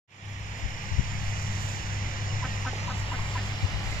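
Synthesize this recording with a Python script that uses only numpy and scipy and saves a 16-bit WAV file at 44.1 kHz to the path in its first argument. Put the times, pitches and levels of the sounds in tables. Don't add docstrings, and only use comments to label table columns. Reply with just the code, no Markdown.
import sys
import numpy as np
from scipy import signal
from scipy.fft import rfft, irfft
from scipy.io import wavfile
from scipy.ndimage import uniform_filter1d

SR = 44100
rng = np.random.default_rng(int(sys.argv[2]) if len(sys.argv) > 2 else 0)


def output_pcm(signal):
    pcm = np.clip(np.atleast_2d(signal).T, -1, 1) * 32767
    wavfile.write(sys.argv[1], SR, np.round(pcm).astype(np.int16))


def voltage_ratio(level):
    return 10 ** (np.asarray(level, float) / 20)


N = 176400


def read(points, hz, axis=1):
    rows = np.transpose(points)
    return np.interp(np.log(hz + 1), np.log(rows[0] + 1), rows[axis])


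def over_time(points, t):
    return np.interp(t, *np.transpose(points))


def evened(x):
    return x / np.sqrt(np.mean(x ** 2) + 1e-20)


def add(mix, s, sound):
    part = mix[..., round(s * SR):][..., :sound.shape[-1]]
    part += sound[..., :part.shape[-1]]


def resonate(x, hz, width_hz):
    turn = np.exp(2j * np.pi * np.cumsum(hz * np.ones(x.shape[-1])) / SR)
    r = np.exp(-np.pi * width_hz / SR)
    return 2 * (turn * signal.lfilter([1 - r], [1, -r], x / turn)).real


def resonate_twice(x, hz, width_hz):
    return resonate(resonate(x, hz, width_hz), hz, width_hz)


def air(size, field, patchy_db):
    hz = np.fft.rfftfreq(size, 1 / SR)[:, None]
    t = np.arange(4 * N // size + 5) * size / 4 / SR
    a, b, c, d, patches = rng.standard_normal((len(t), len(hz), 5)).T
    patches = uniform_filter1d(uniform_filter1d(patches, size=8, axis=0), size=12, axis=1)
    db, same, lag_s = field(hz, t)
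    same = np.clip(same, 0, 1)
    left = a + 1j * b
    shared = same * left * np.exp(-2j * np.pi * hz * lag_s)
    z = np.array([left, shared + np.sqrt(1 - same ** 2) * (c + 1j * d)])
    z = z * voltage_ratio(db + patchy_db * evened(patches)) * np.sqrt(SR / size / 2)
    return signal.istft(z, nperseg=size, noverlap=size * 3 // 4)[1][:, :N]


# pitch_hz, level_db_per_hz
LEFT_AIR = [(600, -103), (1300, -74), (1800, -84), (2500, -79.5), (2900, -76.5), (3200, -81), (4300, -78),
            (4700, -81),
            (5300, -77), (6200, -82), (8300, -102), (9800, -93.5), (10600, -100), (11800, -94.5),
             (13200, -118), (16000, -130)]
RIGHT_AIR = [(600, -79), (1300, -74), (2000, -63), (2900, -68.5), (3200, -71), (4300, -77.5), (5500, -72.5),
             (6200, -73.5),
             (7050, -69), (8000, -91.5), (9200, -101), (9900, -101), (11600, -100), (12500, -103),
              (14500, -110), (15700, -114)]
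# pitch_hz, left_db, right_db
TURNED = [(3060, 2.5, 0.5), (4300, 2.5, 4), (5450, 5, -7.5), (6130, 2.5, -14.5), (7130, 2.5, -5.5),
          (8600, 1, 3.5)]
# pitch_hz, same_share
FAN_SAME = [(1000, 0.95), (2800, 0.66), (4200, 0.24), (5000, 1), (6600, 0.46), (7200, 0.65), (8200, 0.12)]
# time_s, turned_share
TURN = [(0.3, 0.25), (1.5, 0), (2.6, 0.12), (3.0, 0.56), (4, 0.97)]
LAG_S, TURNED_LAG_S, TURNED_SAME = 0.0004205, 0.00015, 0.7
GATE_HZ = 8300
SHADE_DB, SHADE_HZ, SHADE_S = -5, 3630, 1.3


def fan(hz, t):
    turn = over_time(TURN, t)
    left_db = read(LEFT_AIR, hz) + turn * read(TURNED, hz)
    right_db = read(RIGHT_AIR, hz) + turn * read(TURNED, hz, axis=2)
    same = read(FAN_SAME, hz) * (1 - turn * (1 - TURNED_SAME))
    shaded = (hz > SHADE_HZ) * (hz < GATE_HZ)
    shade_db = SHADE_DB * shaded * np.clip(1 - t / SHADE_S, 0, 1)
    return np.array([left_db, right_db]) + shade_db, same, LAG_S + turn * (TURNED_LAG_S - LAG_S)


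# pitch_hz, level_db_per_hz
TRAFFIC = [(15, -49.5), (28, -77), (55, -52.5), (110, -63), (220, -70.5), (400, -76.5), (850, -70.5),
           (1500, -78)]
# pitch_hz, same_share
TRAFFIC_SAME = [(60, 0.66), (140, 0.57), (330, 1), (700, 0.62), (1300, 0.15)]
# time_s, above_rumble_db
TRAFFIC_SWELL = [(0, 0.2), (2, 1.4), (2.6, 2.5), (3.2, 4), (4, 4)]


def traffic(hz, t):
    swell_db = over_time(TRAFFIC_SWELL, t) * np.clip(hz / 400, 0, 1)
    db = read(TRAFFIC + [(4000, -120)], hz) + swell_db
    return np.array([db + 1.3, db - .9]), read(TRAFFIC_SAME, hz), 0


# pitch_hz, level_db, waver_width_hz, steady_share
HUM = [(54.3, -44, 3.6, 0.94), (81, -54, 1.4, 0.39), (100.37, -34, 14, 0.85), (135, -44, 9.3, 0.79),
       (161, -49, 3.3, 0.38), (197.6, -49.5, 5.2, 0.38)]
# time_s, level_db
LOAD = [(.3, -2.5), (.85, -6.5), (1.1, -0.5), (1.65, 1), (1.85, -1), (2.3, 2), (2.8, -2.5), (3.25, 1.5),
        (3.6, 0), (4, -5)]


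def hum():
    t, out = np.arange(N) / SR, 0
    for hz, db, width_hz, share in HUM:
        fuzz = evened(resonate_twice(rng.standard_normal(N), hz, 2 * width_hz))
        steady = np.sqrt(2 * share) * np.sin(2 * np.pi * hz * t)
        out = out + voltage_ratio(db) * (steady + np.sqrt(1 - share) * fuzz)
    return out * voltage_ratio(over_time(LOAD, t)) * voltage_ratio([[.6], [-.6]])


# time_s, level_db
RATTLE = [(0, -57), (.45, -54), (.66, -53), (.73, -49), (.86, -51), (1.1, -57), (2.0, -57), (2.3, -53),
          (2.8, -59)]
# pitch_hz, width_hz, level_db
CASING = [(1865, 9.2, -52), (2057, 73, -53.5), (2339, 13, -52.5), (2853, 15, -51), (2953, 22, -59)]
SHAFT_HZ, WEAK_BLADE_DB, FIRST_TICK_S, TICK_S = 26.7, -10, .704, .004
GRILLE_HZ, GRILLE_WIDTH_HZ, TICK_CLEAN, TICK_DROOP_HZ = 5330, 500, .6, 450
WHISTLE_LEFT_DB = -11


def grille():
    t = np.arange(N) / SR
    blade = 3 * SHAFT_HZ * (t - FIRST_TICK_S)
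    weak = np.floor(blade) % 3 > 0
    strike = np.exp(-(blade % 1) / (3 * SHAFT_HZ * TICK_S)) * voltage_ratio(WEAK_BLADE_DB * weak)
    turns = np.cumsum(GRILLE_HZ + TICK_DROOP_HZ * (.5 - blade % 1)) / SR
    ticks = strike * (TICK_CLEAN * np.sin(2 * np.pi * turns) + 2 * rng.standard_normal(N))
    ticks = resonate_twice(ticks, GRILLE_HZ, GRILLE_WIDTH_HZ)
    ticks = voltage_ratio(over_time(RATTLE, t)) * evened(ticks)
    breath = rng.standard_normal(N)
    whistles = sum(voltage_ratio(db) * evened(resonate(breath, hz, width_hz)) for hz, width_hz, db in CASING)
    late_ticks, late_whistles = np.roll(np.array([ticks, whistles]), round(LAG_S * SR), axis=1)
    return np.array([ticks + voltage_ratio(WHISTLE_LEFT_DB) * whistles, voltage_ratio(-7.0) * late_ticks + late_whistles])


# centre_s, length_s, level_db, left_over_right_db
STEPS = [(0.596, 0.077, -64.5, -5), (0.908, 0.22, -72, 6), (1.498, 0.85, -64.5, -7),
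         (1.674, 0.23, -62.5, -10), (2.54, 0.1, -70, 15), (2.62, 0.04, -63.5, 6), (2.77, 0.054, -71, 7),
         (2.991, 0.088, -60.5, -4), (3.283, 0.31, -67.5, -13.5), (3.464, .12, -66.5, -17),
         (3.635, 0.13, -67, -9), (3.89, 0.16, -67.5, -15), (4, 0.2, -68.5, -16)]
# pitch_hz, left_db, right_db
BLADES = [(3000, -14, -1), (6370, -4, 14), (7170, 0, 21), (8730, 1.5, -3.5), (9550, -6, -6),
          (11200, 4.5, -1), (13100, -12, -6), (15700, -24, -14)]
BLADES_PER_S, BLADE_SPREAD_DB = 5000, 2


def steps():
    t, swell = np.arange(N) / SR, 0
    for s, length_s, db, pan_db in STEPS:
        port_power = voltage_ratio([[db + pan_db / 2], [db - pan_db / 2]]) ** 2
        swell = swell + port_power * np.exp(-8 * ((t - s) / length_s) ** 2)
    clicks = rng.standard_normal((2, N)) * voltage_ratio(BLADE_SPREAD_DB * rng.exponential(1, (2, N)))
    clicks = clicks * (rng.random((2, N)) < BLADES_PER_S / SR)
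    hz = np.fft.rfftfreq(N, 1 / SR)
    points = [(1500, -50, -50)] + BLADES
    colour = voltage_ratio([read(points, hz), read(points, hz, axis=2)])
    return voltage_ratio(10.5) * np.sqrt(swell) * evened(irfft(rfft(clicks) * colour, N))


# centre_s, length_s, level_db, pitch_hz
PUFFS = [
    (0.652, 0.055, -24.5, 54.3),
    (0.965, 0.042, -34, 80.6),
    (1.027, 0.068, -33, 45),
    (1.173, 0.19, -34, 63.6),
    (2.367, 0.064, -33, 58.6),
    (3.461, 0.046, -35, 49.6),
    (3.645, 0.037, -21.5, 63),
    (3.763, 0.097, -26, 51.4),
    (3.904, 0.12, -28.5, 45),
]
# centre_s, level_db, pitch_hz, length_s
SUCKS = [
    (.9208, -16, 95, .007),
    (.9445, -18, 60, .010),
    (1.008, -15.5, 100, .003),
]
THUMP_S, THUMP_DB, THUMP_HZ, THUMP_TOP_HZ = .9955, -7.5, 88, 134
THUMP_RISE_S, THUMP_FALL_S = 0.011, 0.0024


def wind():
    t, out = np.arange(N) / SR, np.zeros(N)
    u = t[:SR // 2] - 1 / 4
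    for (s, length_s, db, hz), gust in zip(PUFFS, rng.standard_normal((len(PUFFS), len(u)))):
        puff = np.exp(-4 * (u / length_s) ** 2) * evened(resonate_twice(gust, hz, hz))
        add(out, s - 1 / 4, voltage_ratio(db) * puff)
    for s, db, hz, length_s in SUCKS:
        out = out - voltage_ratio(db) * np.exp(-((t - s) / length_s) ** 2) * np.cos(2 * np.pi * hz * (t - s))
    u = t - THUMP_S
    shape = np.exp(-(u / np.where(u < 0, THUMP_RISE_S, THUMP_FALL_S)) ** 2)
    hz = THUMP_HZ + (THUMP_TOP_HZ - THUMP_HZ) * np.exp(-abs(u) / 0.0027)
    thump = voltage_ratio(THUMP_DB) * shape * np.cos(2 * np.pi * hz * u)
    return (out + thump) * voltage_ratio([[0], [-20]])


# pitch_hz, width_hz, against_mouth_db
THROAT = [
    (265, 200, -8),
    (640, 450, -6),
]
SHUT_HZ, OPEN_HZ, SNAP_S, GAPE_S = 342, 255, .002, .0025
RISE_S, FALL_S, SAG_DB, SHUT_FADE_DB, LEAK_DB = .004, .02, -4, -3, -9
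NASAL_HZ, NASAL_WIDTH_HZ, RASP_HZ, RASP_WIDTH_HZ = 1010, 330, 2600, 1500
JITTER, ROUGH = .01, .15


def quack(start, length, shut, shut_db, open_db, rasp_db, mouth_hz, mouth_width_hz, droop):
    t = np.arange(0, length + .02, 1 / SR)
    dropped = 1 / (1 + np.exp((shut - t) / SNAP_S))
    opened = 1 / (1 + np.exp((shut - t) / GAPE_S))
    wobble, breath = rng.standard_normal((2, 5000))[:, :len(t)]
    shut_hz = SHUT_HZ * (1 - droop * np.minimum(t / shut, 1))
    hz = shut_hz + (OPEN_HZ - shut_hz) * dropped
    hz = hz * (1 + JITTER * evened(uniform_filter1d(wobble, size=300)))
    turns = np.cumsum(hz) / SR
    folds = evened(sum(np.cos(2 * np.pi * k * turns) for k in range(1, 24)))
    drive = folds + ROUGH * breath * np.exp(-2 * (turns % 1))

    mouth_now_hz = NASAL_HZ + (mouth_hz - NASAL_HZ) * opened
    nasal = resonate_twice(drive, NASAL_HZ, NASAL_WIDTH_HZ)
    nasal = evened(resonate(nasal, NASAL_HZ, NASAL_WIDTH_HZ))
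    mouth = resonate_twice(drive, mouth_now_hz, mouth_width_hz)
    mouth = evened(resonate(mouth, mouth_now_hz, mouth_width_hz))
    cavities = THROAT + [(RASP_HZ, RASP_WIDTH_HZ, rasp_db)]
    throat = sum(voltage_ratio(db) * evened(resonate_twice(drive, f, w)) for f, w, db in cavities)
    leak = evened(resonate_twice(drive, mouth_hz, mouth_width_hz))

    shape = np.clip(t / RISE_S, 0, 1) / (1 + np.exp((t - length) / FALL_S * 4 + 2))
    sag = voltage_ratio(SAG_DB * ((t - shut) / (length - shut)) ** 2)
    shut_gain = voltage_ratio(shut_db + SHUT_FADE_DB * (np.minimum(t / shut, 2) ** 2 - .5))
    shut_sound = shut_gain * (1 - opened) * (nasal + voltage_ratio(LEAK_DB) * leak)
    open_sound = voltage_ratio(open_db) * opened * sag * (mouth - throat)
    return shape * (shut_sound + open_sound)


# start_s, length_s, bill_shut_s
QUACKS = [
    (2.423, .052, .018),
    (2.646, .058, .015),
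    (2.876, .060, .020),
    (3.114, .053, .018),
    (3.350, .060, .024),
]
# shut_db, open_db, rasp_db
EFFORT = [
    (-35.5, -36, -11),
    (-36.5, -34, -13),
    (-35.5, -37.5, -24),
    (-36, -37.5, -16),
    (-34, -38, -11),
]
# mouth_hz, mouth_width_hz, pitch_sag_share
BILLS = [
    (1450, 850, .06),
    (1430, 620, .1),
    (1300, 700, .08),
    (1400, 850, .1),
    (1800, 600, .05),
]
# start_s, level_db, pitch_hz, t60_s
CLACKS = [
    (2.7305, -25.5, 440, .026),
    (2.7305, -28, 790, .026),
    (2.755, -31, 420, .028),
    (3.190, -33, 1080, .05),
]
CLACK_RISE_S = .002


def duck():
    out, t = np.zeros(N), np.arange(3000) / SR
    for row, effort, bill in zip(QUACKS, EFFORT, BILLS):
        add(out, row[0], quack(*row, *effort, *bill))
    for s, db, hz, t60_s in CLACKS:
        ring = voltage_ratio(db - 60 * t / t60_s) * np.sin(2 * np.pi * hz * t)
        add(out, s, np.minimum(t / CLACK_RISE_S, 1) * ring)
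    return np.array([out, voltage_ratio(0.4) * out + voltage_ratio(-21.0) * resonate(out, 2100, 900)])


def scene():
    unit = air(size=1024, field=fan, patchy_db=1.09) + hum() + grille()
    road = air(size=4096, field=traffic, patchy_db=1.5)
    return unit + road + steps() + wind() + duck()


# pitch_hz, level_db_per_hz
GATE = [(8300, -103), (9500, -102), (10000, -106), (12000, -107), (15700, -110)]
GATE_BIN_DB, GATE_CHANCE_DB = 0, 5


def gate(x):
    hz, _, z = signal.stft(x, SR, window="cosine", nperseg=2048, noverlap=1024)
    hz = hz[:1024, None]
    power = abs(z[:, :1024]) ** 2 * 2048 / SR
    bands = power.reshape(2, 32, 32, -1).mean(2)
    chance = voltage_ratio(2 * GATE_CHANCE_DB * rng.standard_normal(bands.shape))
    bands = np.repeat(bands * chance, 32, axis=1)
    least = voltage_ratio(2 * read(GATE, hz))
    strong = (bands > least) & (power > least * voltage_ratio(2 * GATE_BIN_DB))
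    keep = np.pad(strong | (hz < GATE_HZ), ((0, 0), (0, 1), (0, 0)))
    return signal.istft(z * keep, SR, window="cosine", nperseg=2048, noverlap=1024)[1][:, :N]


# time_s, gain
FADE = [(0.076, 0.0018), (.12, 0.15), (.3, 0.53), (.6, 0.77), (1.1, 0.95), (1.5, 1)]
BASS_ON_S, BASS_CUT_HZ, BASS_CUT = 0.23, 143, 0.83


def top_cut(x):
    return signal.sosfilt(signal.butter(12, 15620, fs=SR, output="sos"), x)


def record(dry):
    t = np.arange(N) / SR
    bass = signal.sosfiltfilt(signal.butter(2, BASS_CUT_HZ, fs=SR, output="sos"), dry)
    held = dry - BASS_CUT * bass * np.clip((BASS_ON_S - t) / 0.007, 0, 1)
    fade = np.interp(t, *np.transpose(FADE), left=0)
    return top_cut(gate(held) * fade)


dry = scene()
out = record(dry)
output_pcm(out)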